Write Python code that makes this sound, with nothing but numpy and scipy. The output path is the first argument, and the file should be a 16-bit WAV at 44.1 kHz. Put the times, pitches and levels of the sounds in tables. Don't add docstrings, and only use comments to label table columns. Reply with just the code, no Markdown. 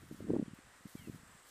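import sys
import numpy as np
from scipy import signal
from scipy.fft import rfft, irfft
from scipy.io import wavfile
from scipy.ndimage import uniform_filter1d

SR = 44100
rng = np.random.default_rng(int(sys.argv[2]) if len(sys.argv) > 2 else 0)


def generate_wav(sig):
    pcm = np.round(np.clip(np.atleast_2d(sig).T, -1, 1) * 32767).astype(np.int16)
    wavfile.write(sys.argv[1], SR, pcm)


N = 66150

# f/Hz, relative spectral level/dB
TREBLE_SPECTRUM = [(1500, -38), (3000, -1), (5000, -1.5), (9000, -1), (12000, -1), (15000, -3.5)]


def undb(db):
    return 10 ** (np.asarray(db) / 20)


def unit(x):
    return x / np.sqrt(np.mean(x ** 2))


def envelope(t, points):
    return undb(np.interp(t, *np.array(points).T))


def noise(points):
    hz, db = np.array(points).T
    f = np.arange(N // 2 + 1) * SR / N
    gain = undb(np.interp(np.log(f + 1), np.log(hz), db))
    return unit(irfft(rfft(rng.standard_normal(N)) * gain, N))


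def drift(steps_per_s):
    k = int(SR / steps_per_s)
    steps = np.repeat(rng.standard_normal(N // k + 1), k)
    return unit(uniform_filter1d(uniform_filter1d(steps, k), k)[:N])


def around(t, at):
    return slice(*np.searchsorted(t, [at - .03, at + .03]))


def swing(t, hz, cycles):
    turns = t * hz
    width = cycles * np.where(turns < 0, 0.93, 1.015)
    return -np.sin(2 * np.pi * turns) * np.exp(-(turns / width) ** 2)


def breeze():
    # f/Hz, relative spectral level/dB
    air_spectrum = [(20, -10), (60, -10), (110, -8.5), (200, -12), (400, -9.5), (600, -9.5), (850, -9.5),
                    (1150, -6.5), (1900, -6.5), (2350, -13.5), (3200, -15.5), (4500, -19), (6500, -20),
                    (8500, -16), (10500, -26), (12500, -29.5), (15000, -43)]
    return noise(air_spectrum) * undb(-63 + 0.74 * drift(24.98))


def high_hiss(t):
    # t/s, level/dB
    hiss_levels = [(0, -72.5), (.18, -66), (.28, -79), (.5, -91), (.55, -72), (.6, -79), (.78, -75.5),
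                   (.86, -73), (.89, -63.5), (1.0, -64.5), (1.15, -68.5), (1.22, -73), (1.42, -75),
                   (1.49, -63)]
    return noise(TREBLE_SPECTRUM) * envelope(t, hiss_levels) * undb(drift(250))


def stalks(t):
    # t/s, peak level/dB
    tick_events = [(.548, -63), (.879, -60), (1.157, -62)]
    flank_s = 0.0039
    bursts = sum(undb(db) * np.exp(-np.abs(t - at) / flank_s) for at, db in tick_events)
    return noise(TREBLE_SPECTRUM) * bursts


def insects(t):
    # t/s, level/dB
    buzz_levels = [(0, -84), (.4, -80.5), (.8, -77), (1.2, -75), (1.28, -73), (1.5, -71.5)]
    peak_hz, width_hz, pulse_hz = 7720, 570, 26
    band = [(peak_hz - 2 * width_hz, -50), (peak_hz - width_hz, -5), (peak_hz, 0),
            (peak_hz + 2 * width_hz, -8), (2 * peak_hz, -70)]
    throb_db = 2 * np.sin(2 * np.pi * pulse_hz * t)
    return noise(band) * envelope(t, buzz_levels) * undb(1.8 * drift(90.7) + throb_db)


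def birds(t):
    whistle_events = [(.45, 0.18, 3350, 2263, -73.5, -4), (0.957, 0.13, 2390, 1982, -66.5, -5),
                      (0.962, .145, 3500, 2420, -67, -5)]
    ramp_s, echo_decay_s, echo_db = 0.027, 0.036, -5.5
    direct = np.zeros(N)
    for at, length, start_hz, end_hz, db, fade_db in whistle_events:
        progress = np.clip((t - at) / length, 0, 1)
        fall = (1 - np.exp(-progress)) / (1 - np.exp(-1))
        hz = (start_hz + (end_hz - start_hz) * fall) * (1 + 0.01315 * drift(120))
        gate = np.clip(np.minimum(t - at, at + length - t) / ramp_s, 0, 1)
        gain = undb(db + fade_db * (progress - .5) + 0.5 * drift(120))
        direct += gain * gate * np.sin(2 * np.pi * np.cumsum(hz) / SR)
    response = rng.standard_normal(N) * np.exp(-t / echo_decay_s)
    response /= np.sqrt(np.sum(response ** 2))
    return direct + undb(echo_db) * signal.fftconvolve(direct, response)[:N]


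def churn(t):
    # t/s, level/dB
    churn_levels = [(0, -62.5), (.03, -55), (.08, -59.5), (.125, -54.5), (.17, -61.5), (.2, -48),
                    (.27, -49.5), (.32, -45), (.38, -42.5), (.42, -52), (.445, -63), (.51, -57), (.56, -76),
                    (.63, -75), (.67, -64), (.71, -86), (.94, -87), (1.0, -61), (1.1, -55), (1.2, -63.5),
                    (1.3, -65.5), (1.37, -94)]
    # f/Hz, relative spectral level/dB
    sub_spectrum = [(15, -3), (30, -4.5), (55, 0.5), (90, 8), (150, -13), (300, -53)]
    swings_per_s, reference_db, reference_hz, top_hz = 260, -60, 182, 367
    scatter_octaves, octaves_per_db, scatter_db = 0.41, 0.06, 3.5
    strength = envelope(t, churn_levels) / undb(reference_db)
    sub_bass = undb(-7.5) * noise(sub_spectrum) * strength ** 0.68
    swings = np.zeros(N)
    for k, (late, pitch, size) in enumerate(rng.standard_normal((600, 3))):
        at = (k + late / 2) / swings_per_s
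        near = around(t, at)
        strength_db = 20 * np.log10(np.interp(at, t, strength))
        octaves = scatter_octaves * pitch + octaves_per_db * strength_db
        hz = min(reference_hz * 2 ** octaves, top_hz)
        swings[near] += undb(scatter_db * size) * swing(t[near] - at, hz, cycles=0.73)
    return undb(reference_db) * (unit(swings) * strength + sub_bass)


def rasp(t):
    # f/Hz, relative spectral level/dB
    rasp_spectrum = [(300, -18), (550, 3), (800, -3.5), (1200, -10), (1600, -41), (3000, -59)]
    # t/s, peak level/dB
    rasp_events = [(0.304, -53), (0.342, -47), (0.357, -49.5), (0.3655, -46), (0.393, -56.5)]
    half_width_s = 0.0043
    bursts = sum(undb(db) * np.exp(-((t - at) / half_width_s) ** 2) for at, db in rasp_events)
    return noise(rasp_spectrum) * bursts


def thuds(t):
    # t/s, level/dB, f/Hz, envelope half-width/cycles, relative edge level/dB
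    thud_events = [(.1140, -36.5, 260, 0.58, -15), (0.1268, -40.5, 222, 0.99, -22),
                   (0.147, -42.5, 242, 0.66, -28), (.1920, -51, 195, .7, -22),
                   (0.2063, -37, 262, 0.33, -10), (0.2266, -36, 200, .5, -17), (0.244, -41, 248, 0.58, -27),
                   (0.2532, -44, 229, .7, -18), (.2700, -43.5, 272, .6, -13),
                   (0.2797, -42.5, 280, 0.81, -8), (.2870, -37, 213, 2.3, -34),
                   (0.2984, -24.5, 291, 0.69, -24), (.3051, -21.5, 350, 0.89, -23.5),
                   (0.3153, -26.5, 212, 0.54, -18), (.3210, -32.5, 238, 2.04, -19),
                   (0.3367, -22.5, 370, 0.64, -34), (0.3453, -26, 313, 0.67, -40),
                   (0.3537, -30, 312, 0.38, -45), (.3660, -24, 299, 0.84, -11),
                   (0.3873, -32, 258, 0.48, -22), (0.3974, -23.5, 270, 1.04, -19),
                   (0.4148, -38.5, 330, 0.5, -17), (0.4279, -29, 214, 1.08, -9.5),
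                   (.4620, -45, 218, 0.4, -18), (0.4826, -38, 210, 0.57, -33),
                   (.5363, -39.5, 187, 0.62, -19), (0.5903, -47.5, 262, 0.65, -24),
                   (0.65, -61, 110, .5, -26), (0.673, -53, 141, 0.47, -20), (0.809, -55.5, 180, 0.46, -16),
                   (0.8574, -38, 198, 0.71, -21), (0.8677, -50.5, 245, 0.9, -12),
                   (0.9546, -35, 228, 0.63, -18), (0.9986, -48.5, 118, 0.48, -25),
                   (1.0221, -53, 193, 0.92, -30), (1.045, -50, 189, 1.2, -31),
                   (1.0753, -40, 284, 0.78, -17), (1.0845, -38.5, 292, 0.63, -22),
                   (1.0984, -32, 200, 0.49, -17), (1.1067, -47.5, 159, 0.44, -24),
                   (1.1474, -40, 179, 0.39, -26), (1.1595, -46, 163, 0.71, -16),
                   (1.2, -48.5, 127, 0.56, -23), (1.236, -54, 193, .6, -24), (1.3525, -54, 169, 0.76, -29)]
    pressure = np.zeros(N)
    for at, db, hz, cycles, edge_db in thud_events:
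        near = around(t, at)
        lag = t[near] - at
        body = undb(-18.5) * swing(lag, 0.55 * hz, cycles=0.69)
        edge = undb(edge_db) * swing(lag, 2.06 * hz, cycles=1.02)
        pressure[near] += undb(db + 0.02) * (swing(lag, hz, cycles) + body + edge)
    low_cut = signal.butter(1, 51, "high", fs=SR, output="sos")
    return signal.sosfiltfilt(low_cut, pressure)


def scene():
    t = np.arange(N) / SR
    elephant = thuds(t) + churn(t) + rasp(t)
    background = breeze() + high_hiss(t) + insects(t) + stalks(t) + birds(t)
    return (elephant + background)[None]


def record(dry):
    top_hz = 15150
    return signal.sosfilt(signal.ellip(10, .2, 70, top_hz, fs=SR, output="sos"), dry)


dry = scene()
out = record(dry)
generate_wav(out)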